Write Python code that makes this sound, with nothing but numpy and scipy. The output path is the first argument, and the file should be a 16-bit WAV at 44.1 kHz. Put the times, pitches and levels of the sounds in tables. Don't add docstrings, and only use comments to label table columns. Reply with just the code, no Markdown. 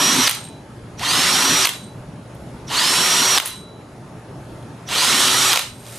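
import sys
import numpy as np
from scipy import signal
from scipy.fft import rfft, irfft
from scipy.io import wavfile
from scipy.ndimage import uniform_filter1d

SR = 44100
rng = np.random.default_rng(int(sys.argv[2]) if len(sys.argv) > 2 else 0)


def volts(x):
    e = np.asarray(x, float) / 20
    return 10 ** e


def to_wav(sig):
    pcm = np.clip(np.atleast_2d(sig), -1, 1) * 32767
    pcm = np.round(pcm).astype(np.int16)
    wavfile.write(sys.argv[1], SR, pcm.T)


N = 263718
T = np.arange(N) / SR
HZ = np.fft.rfftfreq(512, 1 / SR)

# [pulled_s, released_s, mesh_at_release_hz, rattle_db, whine_db]
RUNS = [
    (-.42, .257, 5735, -19.5, .5),
    (.994, 1.634, 5714, -19.3, -1.5),
    (2.687, 3.368, 5664, -19.5, .3),
    (4.886, 5.518, 5662, -18, -2.5),
]
LOCK_S = .014
# [pitch_hz, width_hz, level_db]
CASE = [(1000, 190, -6), (1400, 140, -9), (1800, 200, -13), (3120, 460, -14.5), (4030, 400, -8),
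        (6210, 190, -15.5), (8600, 700, -6)]


def evened(x):
    return x / np.sqrt(np.mean(x ** 2) + 1e-20)


def read(points, hz):
    f, value = np.transpose(points)
    return np.interp(np.log(hz + 1), np.log(f + 1), value)


def track(tables, column, rest):
    out = np.full(N, float(rest))
    for rows in map(np.array, tables):
        inside = (T >= rows[0, 0]) & (T <= rows[-1, 0])
        out[inside] = np.interp(T[inside], rows[:, 0], rows[:, column])
    return out


def colour(x, gain):
    return signal.oaconvolve(x, np.roll(irfft(gain), 256) * np.hanning(512), "same")


def resonate(x, hz, width):
    return signal.lfilter(*signal.iirpeak(hz, hz / width, SR), x)


def drift(hz):
    return evened(signal.lfilter(*signal.butter(1, hz, fs=SR), rng.standard_normal(N)))


def motor():
    teeth, growl_level_db = 15, -22
    mesh_hz, whine_db, start_db = shaft()
    level_db, bright_db = rattle()
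    load = uniform_filter1d(volts(level_db), 150)
    turns = np.cumsum(mesh_hz * (1 + .002 * drift(hz=38.3))) / SR / teeth

    flutter_db = 2 - 4.5 * np.minimum(abs(drift(hz=25)), 1.7) ** 1.5 / 2
    whine = np.sqrt(2) * volts(whine_db + flutter_db) * np.sin(2 * np.pi * teeth * turns)
    growl_swell = volts(growl_level_db + start_db) * (1 + 0.37 * drift(hz=100))
    growl = growl_swell * np.sin(2 * np.pi * teeth / 3 * turns)
    return whine + growl + shaft_orders(turns) * load * (mesh_hz / 5700) ** 2 + gear_noise(turns, load, bright_db)


def shaft_orders(turns):
    # [turns_multiple, level_db re rattle load]
    order_lines = [(1, -9.5), (3, -13.5), (3.35, -8.5), (6, -10.5), (8.8, -15), (9.35, -18), (10, -10),
                   (11, -13), (13, -10), (14, -17), (16, -24), (18, -20), (21, -11), (22, -14), (30, -7.5)]
    orders = np.zeros(N)
    for k, db in order_lines:
        orders += volts(db + 3.4 * drift(hz=44)) * np.sin(2 * np.pi * (k * turns + rng.random()))
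    orders = orders + sum(volts(db + 3.5) * resonate(orders, hz, width) for hz, width, db in CASE)
    return volts(-7) * orders


def gear_noise(turns, load, bright_db):
    # [pitch_hz, density_db per Hz]
    housing_colour = [(180, -46), (300, 5), (336, -25), (376, -10), (487, -10), (1370, -3.5), (1660, -8.5),
                      (1800, -4.5), (2260, -5.5), (3330, -2), (5150, -6.5), (5490, -8), (5960, -5.5),
                      (11000, -12.5), (14200, -21.5)]
    knocks = (rng.random(N) < .15) * rng.standard_normal(N)
    beat = 1 + 0.067 * np.cos(2 * np.pi * turns) + 0.065 * np.cos(2 * np.pi * turns / 7)
    drive = beat * volts(0.4 * drift(hz=25.2)) * (rng.standard_normal(N) + 0.52 * evened(knocks))
    drive = drive + sum(volts(db) * resonate(drive, hz, width) for hz, width, db in CASE)
    drive = patchy(drive, depth_db=2.2)
    shape = volts(read(housing_colour, HZ))
    high = 1 / (1 + (5500 / (HZ + 1)) ** 6)
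    body = evened(colour(drive, shape * (1 - high))) * load
    sizzle = evened(colour(drive, shape * high)) * load * volts(bright_db)
    return volts(2.47) * body + volts(1.24) * sizzle


def shaft():
    # [pitch_hz, level_db]
    mesh_gain = [(1700, -60), (3100, -45), (4050, -32), (4500, -18.5), (4950, -27), (5250, -22),
                 (5500, -24), (5680, -20.5)]
    run_creeps = [180, 140, -20, 10]
    run_growls = [0, 0.5, -3, -1.5]
    rotor_hz, rotor_s = 1800, .033
    chuck_hz, chuck_s = 3000, .095
    spin_up_s, brake_s, brake_drop, brake_db = .072, .026, .42, -20.5
    let_go_s = .006
    bump = [(1, -30), (.75, -9), (.42, 0), (.28, -20)]

    mesh_hz, whine_db, starts = np.zeros(N), np.full(N, -120.), []
    for (on, off, top_hz, _, db), creep, growl_db in zip(RUNS, run_creeps, run_growls):
        inside = (T >= on) & (T <= off + brake_s)
        age = T[inside] - on
        brake = np.maximum(T[inside] - off + let_go_s, 0) / (let_go_s + brake_s)
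        missing_hz = rotor_hz * np.exp(-age / rotor_s) + chuck_hz * np.exp(-age / chuck_s)
        hz = top_hz - creep * (off - on - age) - missing_hz
        mesh_hz[inside] = hz * (1 - brake_drop * brake ** 1.6)
        whine_db[inside] = np.where(age > off - on, brake_db, db + read(mesh_gain, np.maximum(hz, 1)))
        starts.append([(on + (1 - left) * spin_up_s, db + growl_db) for left, db in
                       [(left, db + bump_db) for left, bump_db in bump]])
    return mesh_hz, whine_db, track(starts, 1, -120)


def rattle():
    # [after_s, level_db]
    pull_rise = [(-.02, -38), (0, -19), (.018, -11), (.045, -5.5), (.08, -4), (.105, -1.5), (.16, 0)]
    run_brights = [-3.7, -3.5, -2.5, -2.5]
    # [start_s, level_db, hold_s, fall_db_per_s]
    run_downs = [
        (.272, -14.5, .001, 186),
        (1.648, -15.5, .001, 195),
        (3.374, -18.5, .001, 165),
        (3.45, -27.5, .015, 175),
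        (5.526, -18, .07, 240),
    ]
    dull_db, dull_s, coast_bright_db = -7, .08, -2
    tail_db, tail_db_per_s = -10.5, 120
    level_db, bright_db = np.full(N, -120.), np.full(N, float(coast_bright_db))
    for (on, off, _, db, _), top_db in zip(RUNS, run_brights):
        inside = (T >= on + pull_rise[0][0]) & (T < off + LOCK_S)
        age = T[inside] - on
        level_db[inside] = db + np.interp(age, *np.transpose(pull_rise))
        bright_db[inside] = top_db + dull_db * np.exp(-abs(age) / dull_s)
    for s, db, hold, fall in run_downs:
        age = T[T >= s] - s
        down_db = db + np.maximum(-fall * np.maximum(age - hold, 0), tail_db - tail_db_per_s * age)
        level_db[T >= s] = np.maximum(level_db[T >= s], down_db)
    return level_db, bright_db


def patchy(x, depth_db):
    z = signal.stft(x, nperseg=1024)[2]
    field = uniform_filter1d(uniform_filter1d(rng.standard_normal(z.shape), 3, 0), 4, 1)
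    return signal.istft(z * volts(depth_db * evened(field)), nperseg=1024)[1][:N]


def trigger():
    # [pitch_hz, level_db, length_s]
    squeak = (5800, -34.5, 0.021)
    hz, db, seconds = squeak
    gate = [[(on - .022, db - 20), (on - .006, db), (on - .006 + seconds, db - 28)] for on, *_ in RUNS]
    return evened(resonate(rng.standard_normal(N), hz, 150)) * volts(track(gate, 1, -120))


def hull():
    # [pitch_hz, width_hz, level_db]
    shell_modes = [(179, 29, 1.5), (260, 54, 3.5)]
    shake = rng.standard_normal(N)
    boom = sum(volts(db) * resonate(resonate(shake, hz, width), hz, 2 * width) for hz, width, db in shell_modes)
    return evened(boom) * bites() * volts(-5.5)


def bites():
    # [peak_s, level_db, rise_s per 20 dB, fall_s per 20 dB]
    bite_peaks = [
        (.2, -14.5, .7, .04),
        (1.183, -18, .02, .05),
        (1.46, -25, .9, .1),
        (1.531, -15, .12, .06),
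        (2.907, -26, .15, .02),
        (2.985, -23, .05, .1),
        (3.225, -21.5, .23, .05),
        (5.142, -22, .11, .1),
        (5.2, -28, .1, 1.2),
    ]
    idle_boom_db = -41
    peaks = [db - 20 * np.maximum((s - T) / rise, (T - s) / fall) for s, db, rise, fall in bite_peaks]
    turning = sum((T >= on) & (T < off + LOCK_S) for on, off, *_ in RUNS)
    return volts(np.maximum(np.max(peaks, axis=0), idle_boom_db)) * uniform_filter1d(1. * turning, size=400)


def clacks():
    # [pitch_hz, width_hz, level_db]
    knock_modes = [(1000, 420, -4), (1980, 1300, -2), (3080, 1200, 1), (3900, 1400, -29.5),
                   (6800, 3000, -14.5)]
    snap_modes = [(8100, 610, -16), (10000, 360, 5), (11800, 4000, -13), (14000, 2200, -4)]
    # [start_s, peak_db, high_part_db]
    lock_blows = [(.277, 4, -15), (.2935, .5, 1), (.311, -1.5, 1), (1.654, 5.5, -6), (1.671, 6, -9),
                  (1.691, -.5, -3), (3.376, 3.5, -28), (3.382, 8.5, -11), (3.399, 7, -11), (5.53, 4, -21),
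                  (5.536, 5, -5), (5.559, 6, -14), (5.573, 6, -10), (5.592, 3, -1.5)]
    # [start_s, peak_db, high_part_db, length_ms]
    small_ticks = [(.348, -17, 3, 2.8), (.45, -30, -1.5, 1.5), (.475, -26, -10, 1.6), (.994, -16, -17, 2.5),
                   (1.735, -16, -11, 2.5), (2.349, -44, 7, 4), (2.684, -33, -12, 2.8),
                   (3.422, -12, -2, 2.5), (3.454, -18, 11, 16), (3.458, -8, 5, 3), (3.473, -15, 7, 6.4),
                   (3.492, -27, -9, 2.1), (3.609, -33, -8, 1.9), (4.626, -38, -3, 3),
                   (4.888, -19, -11, 2.8), (5.62, -11, -1.5, 1.7), (5.743, -43, 8, 2.1),
                   (5.81, -42, -8, 1.4), (5.829, -33, -5, 2.1), (5.865, -25, -8, 2.2),
                   (5.893, -31, -8, 2.3)]
    lock_ms = 2.3

    def struck(touches, modes):
        rung = sum(volts(db) * resonate(touches, hz * rng.uniform(0.88, 1.04), width) for hz, width, db in modes)
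        return rung / abs(rung).max()

    out, t = np.zeros(N + SR), np.arange(3000) / SR
    for s, peak_db, high_db, ms in [(*row, lock_ms) for row in lock_blows] + [tuple(row) for row in small_ticks]:
        u = 1000 * t / max(ms, .5)
        contacts = rng.standard_normal(len(t)) * rng.random(len(t)) ** 2
        touches = contacts * (1 - np.exp(-u * 4.6)) * np.exp(-u)
        blow = struck(touches, knock_modes) + volts(high_db) * struck(touches, snap_modes)
        at = round(s * SR)
        out[at:at + len(blow)] += volts(peak_db) * blow
    return out[:N]


def thud():
    # [start_s, level_db, pitch_hz, width_hz, length_ms]
    chuck_bump = (3.416, -23, 800, 170, 10)
    s, db, hz, width, ms = chuck_bump
    u = np.maximum(T - s, 0) * 1000 / ms
    return volts(db) * np.e * u * np.exp(-u) * evened(resonate(rng.standard_normal(N), hz, width))


def bit():
    # [pitch_hz, wander_hz]
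    bending_modes = [(3948, 1), (8575, 28.5), (11260, 35)]
    out = np.zeros(N)
    for k, (hz, wander_hz) in enumerate(bending_modes):
        phase = 2 * np.pi * np.cumsum(hz + wander_hz * drift(hz=30)) / SR
        flutter_db = 0.21 * wander_hz * drift(hz=50)
        out += np.sqrt(2) * volts(ringing(k) + flutter_db) * np.sin(phase)
    return out


def ringing(k):
    # [start_s, first_mode_db, second_mode_db, first_fall_db_per_s, first_choked_after_s]
    strikes = [
        (.365, -43.5, -42, 36, .29),
        (1.745, -41, -46, 55, .245),
        (3.491, -33.5, -45, 68, .44),
        (5.655, -51.5, -47, 35, .2),
        (5.79, -58, -51, 11, .4),
        (5.885, -59, -48, 11, .4),
    ]
    upper_falls = [40, 200]
    third_db, upper_s, choke_db = -5, .165, 25
    out_db = np.full(N, -120.)
    for s, first_db, second_db, first_fall, first_s in strikes:
        after = (T >= s) & (T < s + 2 * first_s)
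        age = T[after] - s
        db = [first_db, second_db, first_db + third_db][k]
        fall, lasts = (upper_falls[k - 1], upper_s) if k else (first_fall, first_s)
        out_db[after] = np.maximum(out_db[after], db - fall * age - choke_db * (age / lasts) ** 8)
    return out_db


def brush():
    # [time_s, level_db]
    stroke = [
        (5.68, -53),
        (5.8, -46),
        (5.85, -41.5),
        (5.98, -33.5),
    ]
    # [pitch_hz, density_db per Hz]
    palm_colour = [(350, -28), (600, -2), (948, -18), (1350, -10.5), (7860, -13), (8750, -11), (13300, -17),
                   (15000, -57)]
    chips = volts(3 * rng.exponential(1, N)) * (rng.random(N) < 600 / SR)
    rub = rng.standard_normal(N) * volts(2. * drift(hz=29.5)) + .5 * evened(chips)
    return evened(colour(rub, volts(read(palm_colour, HZ)))) * volts(track([stroke], 1, -120))


def walls(x):
    # [pitch_hz, t60_s]
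    wall_decay = [(300, 0.22), (2000, 0.27), (10000, 0.19)]
    size = SR // 2
    taps = rng.choice([-1., 1.], (2, size)) * (rng.random((2, size)) < .05)
    taps = taps * (np.arange(size) > 250)
    hz, t, z = signal.stft(taps, SR, nperseg=256)
    tail = signal.istft(z * volts(-60 * t / read(wall_decay, hz)[:, None]), SR, nperseg=256)[1]
    return signal.fftconvolve(x[None], tail / np.linalg.norm(tail[0]), axes=1)[:, :N]


def shop():
    # [pitch_hz, density_db per Hz]
    air_colour = [(15, -45), (25, -29.5), (86, -10.5), (123, -2.5), (320, -11), (414, -11.5), (496, -16.5),
                  (536, -14), (875, -18.5), (945, -20.5), (1290, -22.5), (1890, -28.5), (8020, -42.5),
                  (10900, -39.5), (11800, -47), (15300, -79), (22000, -120)]
    # [pitch_hz, likeness]
    air_same = [(60, .997), (180, .99), (540, .89), (1630, .66), (4890, .5), (14700, .62)]
    # [pitch_hz, level_db]
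    hum_lines = [(118.4, -45), (430.7, -62), (597.5, -55.5), (893.6, -56.5), (3951, -80.5), (5545, -74),
                 (5696, -79), (6584, -71), (7079, -73), (8436, -74), (9895, -115), (10492, -77),
                 (10724, -71), (10788, -71.5)]
    air_db = -36
    frames, hz = N // 512 + 5, np.fft.rfftfreq(2048, 1 / SR)
    a, b, c, d, patches = rng.standard_normal((frames, len(hz), 5)).T
    patches = evened(uniform_filter1d(uniform_filter1d(patches, 12, 0), 6, 1))
    same = np.clip(read(air_same, hz), -1, 1)[:, None]
    left = a + 1j * b
    right = same * left + np.sqrt(1 - same ** 2) * (c + 1j * d)
    z = np.array([left, right]) * volts(read(air_colour, hz)[:, None] + 1.83 * patches)
    air = volts(air_db) * evened(signal.istft(z, nperseg=2048, noverlap=1536)[1][:, :N])
    tones = np.zeros(N)
    for f, db in hum_lines:
        tones += volts(db + 3 + 2. * drift(hz=2.3)) * np.sin(2 * np.pi * f * T + 0.55 * drift(hz=3.6))
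    return air + tones


def draught():
    # [pitch_hz, density_db per Hz]
    gust_colour = [(20, -6), (40, 1.5), (70, 12), (110, -32.5)]
    lumps = irfft(rfft(rng.standard_normal(N)) * volts(read(gust_colour, np.fft.rfftfreq(N, 1 / SR))), N)
    return volts(-52.5) * evened(lumps * volts(6 * np.tanh(drift(hz=4)) * 2.3))


def scene():
    # [pitch_hz, likeness]
    near_same = [(60, 0.99), (150, 0.92), (380, 0.92), (940, 0.97), (2350, 0.87), (5880, 0.85),
                 (14700, 0.94)]
    # [pitch_hz, left_minus_right_db]
    near_lean = [(60, 0), (400, -.1), (940, -.2), (2350, -1.4), (5880, -3), (10000, -1.5), (14700, -.3)]
    near = motor() + trigger() + clacks() + brush() + thud()
    same = np.clip(read(near_same, HZ), 0, .999)
    lean_db = read(near_lean, HZ)
    direct = np.array([colour(near, np.sqrt(same) * volts(side * lean_db / 2)) for side in (1, -1)])
    room = volts(-1.5) * walls(colour(near, np.sqrt(1 - same)))
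    return direct + room + hull() + bit() * volts([[-.6], [.6]]) + shop() + draught()


def treble_gate(x):
    # [pitch_hz, level_db a bin]
    hearing_limit = [(11500, -108), (12300, -96), (14300, -66), (15300, -17)]
    hz, _, z = signal.stft(x, SR, nperseg=2048)
    level_db = 10 * np.log10(uniform_filter1d((abs(z) ** 2).mean(0), 16, 0) + 1e-20)
    heard = (level_db > read(hearing_limit, hz)[:, None]) | (hz[:, None] < hearing_limit[0][0])
    keep = np.maximum.accumulate(heard[::-1], 0)[::-1]
    return signal.istft(z * keep, SR, nperseg=2048)[1][:, :N]


def top_cut(x):
    return signal.sosfilt(signal.butter(12, 15310, fs=SR, output="sos"), x)


def record(dry):
    power_db = 10 * np.log10(uniform_filter1d((dry ** 2).mean(0), 100) + 1e-9)
    quick, slow = T * 69.0, T * 12.0
    dip_db = np.maximum(np.maximum.accumulate(power_db + quick) - quick + 10, 0)
    creep_db = np.maximum(np.maximum.accumulate(power_db + slow) - slow + 15.5, 0)
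    gain_cut_db = uniform_filter1d(.85 * dip_db + 0.28 * creep_db, 200)
    late_db = np.roll(gain_cut_db, 100)
    mix = treble_gate(0.87 * np.tanh(dry * volts(-late_db) / .9))
    return top_cut(mix)


dry = scene()
out = record(dry)
to_wav(out)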